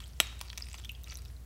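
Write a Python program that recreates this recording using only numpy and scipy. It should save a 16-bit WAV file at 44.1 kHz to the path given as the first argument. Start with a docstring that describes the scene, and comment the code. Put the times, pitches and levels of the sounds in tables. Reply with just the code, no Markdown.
"""A lemon wedge is squeezed against a metal utensil over a small bowl in a quiet kitchen.
With each press the flesh squelches and crackles, juice sacs snap and tiny air bubbles ring.
Near the start the utensil knocks the bowl once, its ring cut short by the hand holding it.
The room echoes briefly over an appliance's hum and a low rumble."""
import sys
import numpy as np
from scipy import signal
from scipy.fft import rfft, irfft, next_fast_len
from scipy.io import wavfile

SR = 44100
rng = np.random.default_rng(int(sys.argv[2]) if len(sys.argv) > 2 else 0)


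def transcribe(u):
    """Save the signal u as a 16-bit wav file named by the first command-line argument.

    u: samples, shape (n,) or (channels, n), limited to [-1, 1]; the rate is SR.
    q: integer samples, one column per channel.
    """
    v = np.clip(np.atleast_2d(u).T, -1, 1)
    q = np.round(v * 32767).astype(np.int16)
    wavfile.write(sys.argv[1], SR, q)


N = 63945
TOP_HZ = 15750  # upper limit of the treble


def undb(db):
    """Turn decibels into a number to multiply by."""
    return 10 ** (np.asarray(db) / 20)


def colour(x, points):
    """Shape the tone of x along (Hz, dB) points; white noise keeps its overall power."""
    size = 2 * next_fast_len(len(x))
    hz, db = np.array(points).T
    bin_hz = np.arange(size // 2 + 1) * SR / size
    gain = undb(np.interp(np.log(bin_hz + 1), np.log(hz), db))
    cepstrum = irfft(np.log(gain / np.sqrt(np.mean(gain ** 2))))
    # folding this in half keeps the filter from sounding before its input
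    cepstrum[1:size // 2] *= 2
    cepstrum[size // 2 + 1:] = 0
    return irfft(rfft(x, size) * np.exp(rfft(cepstrum)))[:len(x)]


def clock(size):
    """The time of each sample in seconds."""
    return np.arange(size) / SR


def add(out, at, x):
    """Mix x into out at a time in seconds."""
    i = min(max(int(at * SR), 0), len(out))
    out[i:i + len(x)] += x[:len(out) - i]


def ring(modes):
    """Add up fading tones; each one's ring time is how long it takes to drop 60 dB."""
    t = clock(N // 2)
    return sum(undb(db - 60 * t / ring_s) * np.sin(2 * np.pi * hz * t) for hz, db, ring_s in modes)


def ping(hz, decay_s, rise_s=0.000096, glide=0):
    """A small air pocket rings; glide is the share of pitch it gains per decay time."""
    t = clock(2048)
    pitch = hz * (1 + glide * np.minimum(t / decay_s, 10))
    attack = 1 - np.exp(-(t / rise_s) ** 2)
    fade = np.exp(-np.maximum(t - rise_s, 0) / decay_s)
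    return attack * fade * np.sin(2 * np.pi * np.cumsum(pitch) / SR)


# The tone of the rumble and hiss. Each row: frequency in Hz, relative level in dB.
RUMBLE_TONE = [(15, -25), (30, -8), (55, -5), (80, 4.5), (95, -4.5), (110, -3.5), (160, -12.5),
               (250, -19.5), (500, -26), (1000, -30.5), (3000, -36), (8000, -37), (16000, -39.5)]

def background(mains_hz=59.27, hum_db=-46, overtone_db=-65, rumble_db=-51.5):
    """An appliance hums at mains frequency over rumble and faint hiss."""
    phase = 2 * np.pi * mains_hz * clock(N)
    hum = np.sqrt(2) * (undb(hum_db) * np.sin(phase) + undb(overtone_db) * np.sin(2 * phase))
    return hum + undb(rumble_db) * colour(rng.standard_normal(N), RUMBLE_TONE)


# Soft squelches. Each row: start in seconds, length in seconds, level in dB.
SQUELCHES = [(.0, 0.049, -58), (0.44, 0.036, -59.5), (0.567, 0.06, -57), (0.732, 0.036, -55.5),
             (0.778, 0.031, -56), (1.059, 0.034, -55), (1.101, 0.045, -53)]
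# Their tone. Each row: frequency in Hz, relative level in dB.
SQUELCH_TONE = [(150, -9.5), (700, -0.5), (1050, -12), (1350, 8.5), (1650, -8), (2500, 6), (4000, -1.5),
                (6000, -6.5), (7500, -9), (16000, -14)]

def squelches(ticks_per_s=2500, spread_db=6):
    """Crushed flesh gives way in dense swells of soft ticks."""
    t = clock(N)
    ticks = (rng.random(N) < ticks_per_s / SR) * np.sign(rng.standard_normal(N))
    ticks *= undb(spread_db * rng.standard_normal(N))
    swell = sum(undb(db) * np.sin(np.pi * np.clip((t - at) / length, 0, 1))
                for at, length, db in SQUELCHES)
    return colour(swell * ticks / ticks.std(), SQUELCH_TONE)


# How the hand's pressing drives the crackle. Each row: time in seconds, level change in dB.
HAND_PRESS = [(0, -2.5), (.1, -4), (.19, -5.5), (.36, -8), (.45, -1), (.55, -6.5), (.62, -0.5), (.76, -0.5),
              (.87, -8), (1.001, -15), (1.06, -4), (1.11, 7.5), (1.16, -2), (1.22, -13), (1.301, -6),
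              (1.422, -41.5)]

def crackle(ticks_per_s=600, centre_hz=5220, spread_octaves=1.62, base_db=-53.5, spread_db=4):
    """The flesh makes many tiny wet ticks, louder as the hand presses."""
    out = np.zeros(N)
    for when, softness, up, down in rng.random((int(ticks_per_s * N / SR), 4)):
        hz = min(centre_hz * 2 ** (spread_octaves * (up - down)), TOP_HZ)
        db = base_db - spread_db * np.log(max(softness, .02))
        add(out, when * N / SR, undb(db) * ping(hz, decay_s=0.00037))
    press_db = np.interp(clock(N), *np.array(HAND_PRESS).T)
    return out * undb(press_db)


# Bursting juice sacs. Each row: start in seconds, pitch in Hz, ring level in dB,
# spray level in dB, the spray's treble boost or cut in dB.
SNAPS = [(.0033, 3240, -33.5, -39, -11), (.2695, 7000, -44, -42.5, -8), (.3270, 1400, -45, -49, -10),
         (0.3926, 8000, -38, -49, 0), (.4056, 2560, -33, -42, -11), (0.413, 3130, -30, -26.5, 1),
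         (0.4841, 4500, -39, -52, -16), (0.4963, 5800, -42, -55, -7), (.5010, 4130, -29, -44, -8),
         (.5301, 2770, -37.5, -34.5, -17), (0.5761, 6190, -26.5, -30.5, 4), (.5800, 6040, -30.5, -33.5, -3),
         (.6010, 8070, -37.5, -53, 2), (.6080, 2370, -41.5, -42.5, -7), (0.621, 4940, -43, -46, 6),
         (.6684, 2460, -45.5, -50, 1), (0.6865, 4900, -41, -47, 0), (0.7147, 5800, -39.5, -44, -13),
         (.7304, 7970, -35, -41, -6), (0.7427, 2930, -33, -34, -12), (0.751, 7740, -37.5, -47, -1),
         (0.7812, 3620, -41, -47, 8), (0.7841, 3596, -36, -47, 2), (0.7987, 3270, -41, -43, -7),
         (.8310, 3300, -46, -57, -8), (0.8475, 6050, -36.5, -41, 0.5), (.8540, 3560, -39, -46, 8),
         (0.8932, 3550, -34, -40, 6), (0.9176, 13400, -35.5, -50, 12), (1.0358, 14000, -38.5, -42, 18),
         (1.0425, 6030, -38, -55, 4), (1.0740, 2640, -37, -64, -26), (1.1206, 3600, -35, -52, -10),
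         (1.1239, 2120, -37.5, -49, -19), (1.1314, 5960, -41, -46, -10), (1.1552, 5900, -29, -49.5, 9),
         (1.1718, 11100, -34.5, -41.5, 14), (1.1874, 4758, -42, -46, 7), (1.2199, 7902, -46, -49, 2),
         (1.2510, 5000, -42.5, -48.5, 4), (1.257, 3800, -40, -50, -9), (1.3010, 1950, -51, -56, -1)]
# The spray's basic tone. Each row: frequency in Hz, relative level in dB.
SPRAY_TONE = [(150, -20), (600, 5.5), (1400, 1), (2600, 7), (5000, 2), (8000, 0.5), (12000, -4.5),
              (16000, -4)]

def snaps(spray_decay_s=0.0013, treble_hz=(4580, 10000), bass_db_per_octave=6.5):
    """Juice sacs burst: a very short ring with a spit of spray, dull or bright."""
    out, t = np.zeros(N), clock(2048)
    for at, hz, ring_db, spray_db, treble_db in SNAPS:
        tone = []
        for band_hz, db in SPRAY_TONE:
            treble = np.interp(band_hz, treble_hz, [0, treble_db])
            # small, high-pitched sacs throw little bass
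            bass = bass_db_per_octave * min(np.log2(band_hz / (0.36 * hz)), 0)
            tone.append((band_hz, db + treble + bass))
        spray = colour(rng.standard_normal(len(t)) * np.exp(-t / spray_decay_s), tone)
        add(out, at, undb(ring_db) * ping(hz, decay_s=0.00065) + undb(spray_db) * spray)
    return out


# Bubbles and drips. Each row: start in seconds, starting pitch in Hz, level in dB, decay in seconds.
BUBBLES = [(0.0396, 3160, -37.5, 0.0027), (0.2703, 6550, -38, .0014), (0.5016, 3240, -35, 0.002),
           (.6225, 4975, -25, 0.0016), (.6429, 3930, -45, 0.0015), (0.6858, 8600, -40.5, 0.0014),
           (.6866, 4930, -40, .0016), (.7643, 4800, -47, 0.0014), (.7771, 6100, -42, .0016),
           (0.7915, 7380, -42, 0.0018), (0.8389, 3180, -39, 0.0024), (0.8494, 3184, -34.5, 0.0018),
           (.8535, 3504, -37, 0.0028), (0.8928, 2924, -32.5, 0.0025), (.8950, 2620, -31, 0.0019),
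           (0.899, 2700, -38, 0.0092), (0.9103, 2680, -44, 0.0026), (0.9495, 3200, -41.5, .003),
           (.9502, 4780, -45, 0.0012), (1.042, 3680, -39.5, 0.0014), (1.1200, 6000, -41, .0013),
           (1.1714, 3960, -41, .0014), (1.09, 4840, -48, 0.0021), (1.0993, 4620, -33.5, 0.0011),
           (1.1073, 5850, -33.5, 0.0012), (1.1480, 6070, -41, 0.0015), (1.1919, 4700, -43.5, 0.0013),
           (1.282, 5300, -47.5, 0.0012), (1.365, 4024, -50.5, 0.0017)]

def bubbles():
    """Air caught in the juice rings briefly, rising in pitch as it fades."""
    out = np.zeros(N)
    for at, hz, db, decay_s in BUBBLES:
        add(out, at, undb(db) * ping(hz, decay_s, rise_s=0.00062, glide=.012))
    return out


# The ringing tones of the hand-held utensil, the bowl and the cutting board under it.
# Each row: pitch in Hz, relative level in dB, ring time in seconds.
UTENSIL_TONES = [(1416, -12.5, 0.019), (2060, -19.5, 0.021), (2530, -12.5, 0.013), (2890, -5, 0.0084),
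                 (3265, 4, 0.0088), (3820, -4.5, 0.011), (4250, -18, .009), (5490, -18.5, 0.012),
                 (6170, -7, 0.0061), (7760, -11, 0.01), (8160, -10, 0.0099), (10130, -22, 0.0064),
                 (11730, -10.5, 0.0048)]
BOWL_TONES = [(2430, -6, 0.17), (2680, 0, 0.11), (3350, -9, 0.18), (3722, -3.5, 0.24), (3803, -4, 0.38),
              (7405, -1, 0.064), (7870, 5, 0.094), (7910, 7, 0.069), (8060, 5.5, .08)]
BOARD_TONES = [(194, -6.5, 0.02), (341, -3.5, 0.0164), (635, -0.5, 0.023)]
# The tone of the contact click. Each row: frequency in Hz, relative level in dB.
CLICK_TONE = [(80, -11.5), (300, -0.5), (800, -3), (1100, -6), (2400, 8), (3800, 13.5), (4700, 1.5),
              (7800, 4.5), (11000, 2.5), (16000, -4)]

def knock(at=.2016, contact_s=0.00027, board_delay_s=.0018, bounce_s=.0015, crack_decay_s=0.0018):
    """Metal hits the bowl and bounces once; returns the close sound and the sound sent into the room."""
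    body, click, t = np.zeros(N), np.zeros(N), clock(N // 2)
    ringing = undb(-7) * ring(UTENSIL_TONES) + undb(-41.5) * ring(BOWL_TONES)
    add(body, at, ringing * (1 - np.exp(-t / contact_s)))
    add(click, at, colour(signal.unit_impulse(len(t)), CLICK_TONE))
    close = body + undb(1) * click
    # the bowl passes the blow on to the board
    add(close, at + board_delay_s, undb(-27) * ring(BOARD_TONES))
    # the utensil touches again: a softer click and a crack of noise
    add(close, bounce_s, undb(-5.5) * click)
    crack = rng.standard_normal(len(t)) * np.exp(-t / crack_decay_s)
    add(close, at + bounce_s, undb(-23) * colour(crack, CLICK_TONE))
    return close, undb(-10.5) * body + undb(6.5) * click


# The air ringing inside the bowl. Each row: pitch in Hz, level in dB, ring time in seconds.
BOWL_HOLLOW = [(1377, -51, 0.066), (2680, -59, 0.053), (5960, -48.5, 0.051)]
# The tone of the room's echo. 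Each row: frequency in Hz, relative level in dB.
ROOM_TONE = [(100, 1), (600, 0), (1300, 6), (2500, -2), (3900, -1), (4700, 1), (8000, -0.5), (16000, 3)]

def kitchen_echo(low_ring_s=0.58, high_ring_s=0.15, split_hz=5000, build_s=0.0025, early_s=0.0035):
    """How the bowl's hollow, nearby surfaces and the room answer a click; the treble dies first."""
    t = clock(N // 2)
    noise, treble_noise = rng.standard_normal((2, len(t)))
    low = signal.sosfilt(signal.butter(2, split_hz, fs=SR, output="sos"), noise)
    high = signal.sosfilt(signal.butter(2, split_hz, "high", fs=SR, output="sos"), treble_noise)
    tail = low * undb(-60 * t / low_ring_s) + high * undb(-60 * t / high_ring_s)
    tail *= 1 - np.exp(-(t / build_s) ** 2)
    tail = colour(tail / np.linalg.norm(tail), ROOM_TONE)
    early = noise * t * np.exp(-2 * t / early_s)
    return undb(-14) * tail + undb(-12) * early / np.linalg.norm(early) + ring(BOWL_HOLLOW)


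def scene(wall_delay_s=.0093, wall_db=-20.5):
    """The squeeze and the knock heard up close, with one near wall and the room behind."""
    room, hum_and_rumble = kitchen_echo(), background()
    knock_close, knock_to_room = knock()
    lemon = snaps() + bubbles() + squelches() + crackle()
    close = lemon + knock_close
    echo = signal.fftconvolve(lemon + knock_to_room, room)[:N]
    out = close + echo + hum_and_rumble
    add(out, wall_delay_s, undb(wall_db) * close)
    return out[None]


def record(dry):
    """A steep filter cuts off the highest treble."""
    return signal.sosfilt(signal.ellip(10, .2, 80, TOP_HZ, fs=SR, output="sos"), dry)


dry = scene()
out = record(dry)
transcribe(out)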